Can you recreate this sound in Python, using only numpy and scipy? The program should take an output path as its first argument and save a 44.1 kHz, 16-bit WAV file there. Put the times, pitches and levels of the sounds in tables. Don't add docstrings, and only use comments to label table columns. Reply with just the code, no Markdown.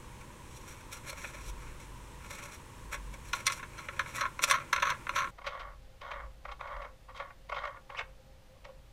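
import sys
import numpy as np
from scipy import signal
from scipy.fft import rfft, irfft
from scipy.io import wavfile
from scipy.ndimage import uniform_filter1d

SR = 44100
rng = np.random.default_rng(int(sys.argv[2]) if len(sys.argv) > 2 else 0)


def pcm_store(signal):
    levels = np.round(np.clip(np.atleast_2d(signal), -1, 1) * 32767)
    wavfile.write(sys.argv[1], SR, levels.astype(np.int16).T)


N = 393372
TIME = np.arange(N) / SR
JUMP_S = 5.305

# start_s, rise_s, fall_s, body_db, treble_db
WHEEL_TURNS = [(4.175, .04, 0.077, -31.5, -46.5), (4.5, 0.01, 0.12, -25.5, -33.5),
               (4.84, 0.041, 0.092, -29.5, -42.5), (5.148, 0.032, 0.11, -29, -38),
               (5.47, 0.074, .22, -41, -53.5), (6.02, 0.12, 0.14, -39, -55.5),
               (6.59, 0.15, 0.17, -40.5, -62), (7.14, 0.079, 0.095, -45, -57),
               (7.535, 0.083, 0.19, -39.5, -51.5), (7.905, 0.094, 0.051, -45, -65)]
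# start_s,
# rise_s, fall_s, body_db, treble_db
RUBS = [(0.42, 0.14, .13, -73, -55), (0.655, 0.026, .18, -53.5, -52),
        (0.905, 0.024, .08, -48.5, -44), (1.03, 0.078, .025, -47, -44.5),
        (1.15, 0.046, .23, -47.5, -47), (1.325, .025, .035, -52, -59), (1.38, 0.12, .02, -54, -45.5),
        (1.55, 0.072, .16, -52.5, -58.5), (1.79, 0.015, .07, -56, -53), (2.2, 0.14, .075, -48, -47),
        (2.38, 0.056, .085, -45, -46), (2.51, 0.031, .03, -53, -43.5),
        (3.23, 0.059, .035, -53.5, -50), (3.335, 0.014, .115, -43.5, -45.5),
        (3.48, 0.042, .09, -45, -41.5), (3.68, 0.12, .19, -50, -56), (3.92, 0.19, .16, -50.5, -54),
        (4.13, 0.04, .05, -42, -40), (4.415, 0.029, .01, -32.5, -24), (4.465, .047, .023, -33, -31),
        (4.6, 0.017, .1, -46.5, -75), (4.95, .02, .09, -52, -71), (5.12, 0.031, .03, -39.5, -50.5),
        (7.145, .02, .05, -58, -49), (8.545, 0.016, .035, -55.5, -76), (8.64, 0.032, .04, -51, -76)]
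# start_db, stop_db, fall_exponent
TURN_ENVELOPE_NEAR = [(-8, -30.5, 3.34), (-3, -34, 1.55)]
TURN_ENVELOPE_FAR = [(-5.5, -22.5, 2.42), (-1, -37, 0.74)]
RUB_ENVELOPE = [(-7, -10, 0.85), (-17, -17.5, 1)]
# time_s, level_db, brightness_db, chatter_s
WHEEL_KNOCKS = [(3.332, -19, -11.5, .005), (3.499, -25, -15, .0056), (3.593, -33, -36, 0.0079),
                (3.628, -30, -24, 0.0082), (3.782, -32, -15, 0.015), (3.886, -26, -26, 0.0036),
                (3.994, -16, -20.5, 0.0023), (4.059, -33, -34, 0.0055), (4.209, -19.5, -14, 0.0086),
                (4.263, -29.5, -23, 0.0028), (4.392, -23, -23, 0.0023), (4.499, -20, -9.5, 0.0033),
                (4.729, -12.5, -15.5, 0.0044), (4.762, -19.5, -15.5, 0.0039), (4.779, -23, -35, 0.0062),
                (4.8, -31, -10, .0033), (4.823, -13.5, -19, 0.008), (4.901, -18.5, -14.5, .0058),
                (5.068, -25.5, -33, 0.0026), (5.093, -18.5, -23, 0.0018), (5.159, -20, -14, 0.0085),
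                (5.273, -31, -34, 0.0024), (5.386, -34, -21, 0.0029), (5.417, -35, -19, .0041),
                (5.446, -31, -19, 0.013), (5.468, -22.5, -10, 0.0086), (5.598, -32, -12, 0.011),
                (5.716, -45, -30, 0.005), (6.016, -33, -11, .0027), (6.115, -27.5, -12, 0.0045),
                (6.454, -27, -23.5, 0.0028), (6.484, -29, -23.5, 0.012), (6.518, -29.5, -13.5, 0.0056),
                (6.61, -25, -21.5, 0.003), (6.674, -34, -17, .005), (6.709, -37, -22, .004),
                (6.766, -39, -11, .004), (6.82, -31, -18, 0.0071), (6.847, -31, -24, 0.0078),
                (7.088, -36.5, -24, 0.014), (7.201, -23.5, -21, 0.0076), (7.305, -35.5, -33.5, 0.0046),
                (7.497, -26.5, -16.5, 0.0019), (7.522, -20.5, -22.5, 0.0044), (7.567, -24.5, -21, 0.0049),
                (7.638, -24.5, -27, 0.0025), (7.654, -23, -20, 0.0022), (7.674, -31, -17, 0.0034),
                (7.77, -39, -27, 0.0043), (7.901, -30.5, -19, .004), (7.921, -40, -22, 0.0036)]
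# time_s, level_db, brightness_db, chatter_s
FOOT_SNAPS = [(3.467, -19.5, 0, 0.0036), (3.476, -16.5, -12, 0.0039), (3.521, -27.5, -6.5, 0.0058),
              (4.439, -13.5, -8, 0.0005), (4.511, -10.5, -11.5, 0.0021), (7.99, -23.5, -12.5, 0.0075),
              (8.01, -27.5, -21, .003), (8.65, -40.5, -9, 0.0036)]
# time_s, level_db, brightness_db, chatter_s
FINGER_PATS = [(0.211, -45, -6, 0.0015), (1.127, -35, -8, 0.0034), (1.243, -30, -30, 0.0027),
               (2.527, -45, -16, 0.01), (2.924, -28.5, -7.5, 0.0075), (2.937, -30, -5.5, 0.0094),
               (3.137, -39, -3.5, 0.004)]
# start_s, end_s, first_hz, last_hz, level_db
CHIRPS = [(1.08, 1.122, 4130, 4220, -53), (4.165, 4.2, 1940, 1970, -47), (7.15, 7.2, 2000, 2350, -58),
          (7.535, 7.565, 2700, 3240, -54), (7.94, 7.975, 1890, 2440, -53.5),
          (7.962, 7.998, 2610, 2660, -46.5)]

# frequency_hz, gain_db
TURN_EQ_NEAR = [(100, -50), (430, -33.5), (560, -12.5), (720, -19), (870, -26.5), (1020, 0), (2200, -11),
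                (3000, -19), (4100, -22.5), (4650, -24), (5050, -45), (5700, -22), (8000, -38.5),
                (16000, -48)]
TURN_EQ_FAR = [(100, -48), (380, -27), (530, 4), (750, -2.5), (1100, 2), (1700, -2.5), (2150, -7),
               (2500, -22.5), (3400, -16), (4600, -27.5), (6500, -37), (9000, -64), (16000, -51)]
KNOCK_EQ_NEAR = [(100, -45), (430, -25), (560, -9.5), (720, -21), (860, -18), (980, 1.5), (2300, -4),
                 (3000, -11.5), (4200, -8.5), (4800, -24.5), (5500, -12.5), (9000, -27), (12500, -26),
                 (16000, -48)]
KNOCK_EQ_FAR = [(100, -42), (350, -26), (510, 2), (750, -0.5), (1100, 2), (2200, -6.5), (3000, -19.5),
                (4400, -26.5), (6800, -39.5), (8500, -47.5), (11000, -53), (16000, -57)]
SNAP_EQ_NEAR = [(100, -36), (430, -41), (560, -9.5), (720, -18), (900, -10), (1100, 4.5), (1400, -3.5),
                (2400, -1.5), (3000, -1.5), (4000, 0.5), (5500, 2), (8000, -7.5), (12500, -16),
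                (16000, -28)]
SNAP_EQ_FAR = [(100, -48), (380, -15), (520, -2), (1000, 1), (2200, 0.5), (3000, -7), (4400, -15),
               (5400, -16.5), (7000, -26.5), (9000, -39), (16000, -54)]
RUB_EQ_NEAR = [(100, -31), (430, -12), (580, 4), (720, -8), (1000, 2.5), (2400, -2), (3100, -8.5),
               (4100, -12), (4800, -16.5), (5600, -10), (8000, -8), (8700, -14), (11000, -13), (16000, -28)]
RUB_EQ_FAR = [(100, -37.5), (380, -32), (540, 6), (700, -10), (900, -3), (1200, -14), (2300, -22),
              (3500, -17), (7000, -34), (16000, -55)]
# centre_hz, width_hz, lift_db
SHELL_MODES_NEAR = [(550, 80, 7), (990, 45, 3), (1090, 50, 8), (1200, 90, -14), (1300, 40, 5),
                    (1385, 50, 9), (1525, 40, 4), (1670, 28, 7), (1770, 40, 4), (1920, 50, -12),
                    (2075, 40, 5), (2180, 40, 6), (2270, 40, 6), (2515, 35, 4), (2980, 120, -10),
                    (3440, 55, 5), (3720, 70, 5), (4080, 70, 6), (5760, 90, 6)]
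SHELL_MODES_FAR = [(560, 55, 5), (965, 35, 4), (1130, 42, 14), (1430, 45, 9), (1570, 90, -8), (1890, 50, 7),
                   (2170, 70, 8), (2670, 30, 7), (3170, 45, 8), (3750, 60, 4), (6130, 60, 7)]
# centre_hz, width_hz, lift_db
SCREW_MODES = [(6160, 90, 13), (6540, 50, 7), (7450, 70, 6), (10600, 60, 16), (11750, 120, 17),
               (14800, 200, 7)]
FOOT_MODES_NEAR = [(2080, 60, 2), (5830, 100, 4), (8830, 220, 15), (11900, 300, 5)]
FOOT_MODES_FAR = [(1290, 50, 7), (1890, 45, 9), (2190, 60, 10), (2660, 50, 5), (3550, 90, 7),
                  (7500, 200, 10)]
PANEL_MODES = [(2400, 300, 7), (4150, 150, 3), (5680, 220, 6)]
# centre_hz, width_hz, share_removed
DESK_NOTCHES = [(700, 100, .45), (4760, 300, .65)]

# peak_s, length_s, level_db
ARM_LEANS = [(1.506, 0.16, -38), (1.736, 0.33, -46.5), (2.2, .3, -59), (3.064, 0.43, -50.5),
             (4.106, 0.061, -51), (5.59, 0.65, -60), (6.274, 0.31, -43.5), (6.786, 0.093, -49)]
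# frequency_hz, gain_db
DESK_EQ = [(10, -15), (22, 2.5), (33, -20), (47, 13), (62, -12.5), (90, -36), (200, -57), (500, -100)]
# frequency_hz, t60_s
ROOM_DECAY = [(200, 0.284), (1000, 0.24), (4000, 0.17), (14000, 0.07)]
# frequency_hz, gain_db
AIR_EQ_NEAR = [(20, 7), (70, 7), (135, 6.5), (160, 1), (420, -5.5), (580, -7), (730, -14), (960, 0.5),
               (1300, -10.5), (2300, -12), (4200, -20), (4800, -20.5), (5700, -19.5), (8500, -19),
               (16000, -33.5)]
AIR_EQ_FAR = [(20, 7.5), (70, 0), (130, -1.5), (165, -9.5), (380, -16.5), (550, -13), (700, -16.5),
              (1100, -20.5), (3500, -24.5), (7000, -31.5), (11000, -36), (15200, -37.5), (16000, -65)]
# pitch_hz, level_db
HUM_TONES_NEAR = [(132, -66), (349, -69), (499, -68.5), (7900, -82)]
HUM_TONES_FAR = [(527.6, -66.5), (807.5, -78)]


def scrape(strokes, envelopes, rings, slips_per_s, spread_db, hiss, grip_db, grip_hz, body_db, treble_db):
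    slipping = rng.random(N) < slips_per_s / SR
    sizes = amp(spread_db * np.minimum(rng.exponential(1, N), 3))
    slips = unit(slipping * sizes * rng.choice([-1, 1], N))
    friction = slips + hiss * rng.standard_normal(N)
    force = unit(friction * amp(grip_db * drift(grip_hz)))
    out = np.zeros(N)
    for band, (ring, db) in enumerate(zip(rings, (body_db, treble_db))):
        swells = stroke_swells(strokes, band, *envelopes[band])
        out += amp(db) * signal.oaconvolve(force * swells, ring)[:N]
    return out


def stroke_swells(strokes, band, start_db, stop_db, fall_exponent, touch_s=0.0093):
    out = np.zeros(N)
    for start_s, rise_s, fall_s, *levels_db in strokes:
        t = np.arange(0, rise_s + fall_s, 1 / SR)
        attack_db = start_db * np.clip(1 - t / rise_s, 0, 1)
        release_db = stop_db * np.clip((t - rise_s) / fall_s, 0, 1) ** fall_exponent
        contact = np.minimum(np.minimum(t, t[-1] - t) / touch_s, 1)
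        add(out, start_s, contact * amp(levels_db[band] + attack_db + release_db))
    return out


def clicks(hits, rings, body_db, treble_db, rise_share, treble_life, slide_db, slide_s, settle_db, settle_s):
    out, size = np.zeros(N), 4096
    t = (np.arange(size) - size // 8) / SR
    after = np.maximum(t, 0)
    slide = amp(slide_db) * np.exp(-abs(t) / slide_s)
    settle = amp(settle_db) * np.exp(-after / settle_s)
    for time_s, level_db, brightness_db, chatter_s in hits:
        contacts = rng.standard_normal(size)
        chatter_s = max(chatter_s, .001)
        attack = (1 - np.exp(-after / (rise_share * chatter_s))) ** 2
        for ring, band_db, life in zip(rings, (body_db, brightness_db + treble_db), (1, treble_life)):
            chatter = np.exp(-after / (chatter_s * life))
            force = slide + attack * (chatter + settle)
            click = signal.fftconvolve(contacts * force, ring)[:size]
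            peak_rms = np.sqrt(uniform_filter1d(click ** 2, size=256).max())
            add(out, time_s + t[0], amp(level_db + band_db) * click / peak_rms)
    return out


def thin_chirps(cues, jitter, overtone_db):
    out = np.zeros(N)
    wobble = 1 + jitter * drift(400)
    for start_s, end_s, first_hz, last_hz, level_db in cues:
        size = round((end_s - start_s) * SR)
        pitch_hz = np.linspace(first_hz, last_hz, size) * wobble[round(start_s * SR):][:size]
        cycles = np.cumsum(pitch_hz) / SR
        buzz = sum(amp(overtone_db * k) * np.sin(2 * np.pi * (k + 1) * cycles) for k in range(4))
        add(out, start_s, amp(level_db) * unit(buzz * np.hanning(size)))
    return out


def lamp_rings(eq, modes, crossover_hz=3000, size=8192):
    hz = abs(np.fft.fftfreq(size, 1 / SR))
    lifts = [1 + (amp(db) ** 2 - 1) / (1 + (2 * (hz - centre) / width) ** 2) for centre, width, db in modes]
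    gain = amp(curve_at(eq, hz)) * np.sqrt(np.prod(lifts, axis=0))
    body_share = 1 / (1 + (hz / crossover_hz) ** 12)
    rings = []
    for share in (body_share, 1 - body_share):
        log_gain = np.log(gain * np.sqrt(share) + 1e-5)
        minimum_phase = np.exp(np.conj(signal.hilbert(log_gain)))
        ring = np.fft.ifft(minimum_phase).real[:size // 2]
        rings.append(ring / np.linalg.norm(ring))
    return rings


def lamp_near():
    thread_rings = lamp_rings(TURN_EQ_NEAR, SHELL_MODES_NEAR + SCREW_MODES)
    knock_rings = lamp_rings(KNOCK_EQ_NEAR, SHELL_MODES_NEAR + SCREW_MODES[:1])
    snap_rings = lamp_rings(SNAP_EQ_NEAR, SHELL_MODES_NEAR + FOOT_MODES_NEAR)
    skin_rings = lamp_rings(RUB_EQ_NEAR, SHELL_MODES_NEAR + PANEL_MODES)
    knocks = clicks(near_cues(WHEEL_KNOCKS), knock_rings, body_db=-9, treble_db=-3, rise_share=0.19,
                    treble_life=0.55, slide_db=-6.5, slide_s=0.00084, settle_db=-14, settle_s=0.013)
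    snaps = clicks(near_cues(FOOT_SNAPS), snap_rings, body_db=-9, treble_db=-4, rise_share=0.054,
                   treble_life=1, slide_db=-17.5, slide_s=0.0081, settle_db=-25, settle_s=0.0066)
    pats = clicks(FINGER_PATS, skin_rings, body_db=-7.5, treble_db=-9, rise_share=0.99,
                  treble_life=0.64, slide_db=-23, slide_s=0.011, settle_db=-23, settle_s=0.0075)
    thread = scrape(near_cues(WHEEL_TURNS), TURN_ENVELOPE_NEAR, thread_rings, slips_per_s=550,
                    spread_db=3, hiss=0.46, grip_db=2, grip_hz=70, body_db=-1.5, treble_db=-3.5)
    skin = scrape(near_cues(RUBS), RUB_ENVELOPE, skin_rings, slips_per_s=1100,
                  spread_db=2, hiss=1, grip_db=3, grip_hz=39.8, body_db=-1.5, treble_db=-2)
    chirps = thin_chirps(near_cues(CHIRPS), jitter=0.025, overtone_db=-17)
    return knocks + snaps + pats + thread + skin + chirps


def lamp_far():
    thread_rings = lamp_rings(TURN_EQ_FAR, SHELL_MODES_FAR)
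    knock_rings = lamp_rings(KNOCK_EQ_FAR, SHELL_MODES_FAR)
    snap_rings = lamp_rings(SNAP_EQ_FAR, FOOT_MODES_FAR)
    skin_rings = lamp_rings(RUB_EQ_FAR, SHELL_MODES_FAR)
    knocks = clicks(far_cues(WHEEL_KNOCKS), knock_rings, body_db=-12, treble_db=-7, rise_share=0.55,
                    treble_life=0.74, slide_db=-10, slide_s=0.0034, settle_db=-29, settle_s=0.022)
    snaps = clicks(far_cues(FOOT_SNAPS), snap_rings, body_db=-9.5, treble_db=-6.5, rise_share=0.3,
                   treble_life=0.8, slide_db=-6, slide_s=0.0055, settle_db=-24, settle_s=0.018)
    thread = scrape(far_cues(WHEEL_TURNS), TURN_ENVELOPE_FAR, thread_rings, slips_per_s=400,
                    spread_db=2.5, hiss=0.9, grip_db=2.3, grip_hz=70, body_db=-1.5, treble_db=-5)
    skin = scrape(far_cues(RUBS), RUB_ENVELOPE, skin_rings, slips_per_s=750,
                  spread_db=2, hiss=0.44, grip_db=3.5, grip_hz=30, body_db=1.5, treble_db=-8)
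    chirps = thin_chirps(far_cues(CHIRPS), jitter=0.092, overtone_db=-16)
    return knocks + snaps + thread + skin + chirps


def desk_rumble(rest_db=-59):
    swells = sum(amp(db) * np.exp(-(2 * (TIME - s) / length) ** 2) for s, length, db in ARM_LEANS)
    return (amp(rest_db) + swells) * noise(DESK_EQ)


def desk_notches(x):
    for hz, width, share in DESK_NOTCHES:
        x = x - share * signal.lfilter(*signal.iirpeak(hz, hz / width, SR), x)
    return x


def in_room(x, air_eq, reverb_db, air_db, size=16384):
    taps = rng.standard_normal(size) * (rng.random(size) < .1)
    taps *= np.arange(size) > .006 * SR
    hz, t, bands = signal.stft(taps, SR, nperseg=256)
    decay = amp(-60 * t / curve_at(ROOM_DECAY, hz)[:, None])
    tail = signal.istft(bands * decay, SR, nperseg=256)[1]
    reverb = signal.oaconvolve(x, tail / np.linalg.norm(tail))[:N]
    return x + amp(reverb_db) * reverb + amp(air_db) * noise(air_eq)


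def hum(tones, waver_rad, flutter_db):
    out = np.zeros(N)
    for pitch_hz, level_db in tones:
        tone = np.sin(2 * np.pi * pitch_hz * TIME + waver_rad * drift(7.1))
        out += amp(level_db) * unit(tone * amp(flutter_db * drift(12)))
    return out


def noise(eq):
    gain = amp(curve_at(eq, np.fft.rfftfreq(N, 1 / SR)))
    return unit(irfft(rfft(rng.standard_normal(N)) * gain, N))


def drift(hz):
    f = np.fft.rfftfreq(N, 1 / SR)
    return unit(irfft(rfft(rng.standard_normal(N)) / (1 + (f / hz) ** 4), N))


def near_cues(rows):
    return [row for row in rows if row[0] < JUMP_S]


def far_cues(rows):
    return [row for row in rows if row[0] >= JUMP_S]


def amp(db):
    return 10 ** (np.asarray(db) / 20)


def unit(x):
    return x / np.sqrt(np.mean(x ** 2) + 1e-20)


def curve_at(points, hz):
    f, value = np.transpose(points)
    return np.interp(np.log(hz + 1), np.log(f + 1), value)


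def add(mix, start_s, sound):
    part = mix[max(round(start_s * SR), 0):][:len(sound)]
    part += sound[:len(part)]


def scene():
    near = desk_notches(in_room(lamp_near(), AIR_EQ_NEAR, reverb_db=-17.5, air_db=-50))
    near += hum(HUM_TONES_NEAR, waver_rad=0.4, flutter_db=1.5)
    far = in_room(lamp_far(), AIR_EQ_FAR, reverb_db=-15, air_db=-56)
    far += hum(HUM_TONES_FAR, waver_rad=0.99, flutter_db=4.9)
    crossfade = np.clip((TIME - JUMP_S) / .005, 0, 1)
    return ((1 - crossfade) * near + crossfade * far + desk_rumble())[None]


def record(dry, cutoff_hz=15900):
    lowpass = signal.firwin(511, cutoff_hz, window=("kaiser", 9), fs=SR)
    return signal.oaconvolve(dry, lowpass[None], "same")


dry = scene()
out = record(dry)
pcm_store(out)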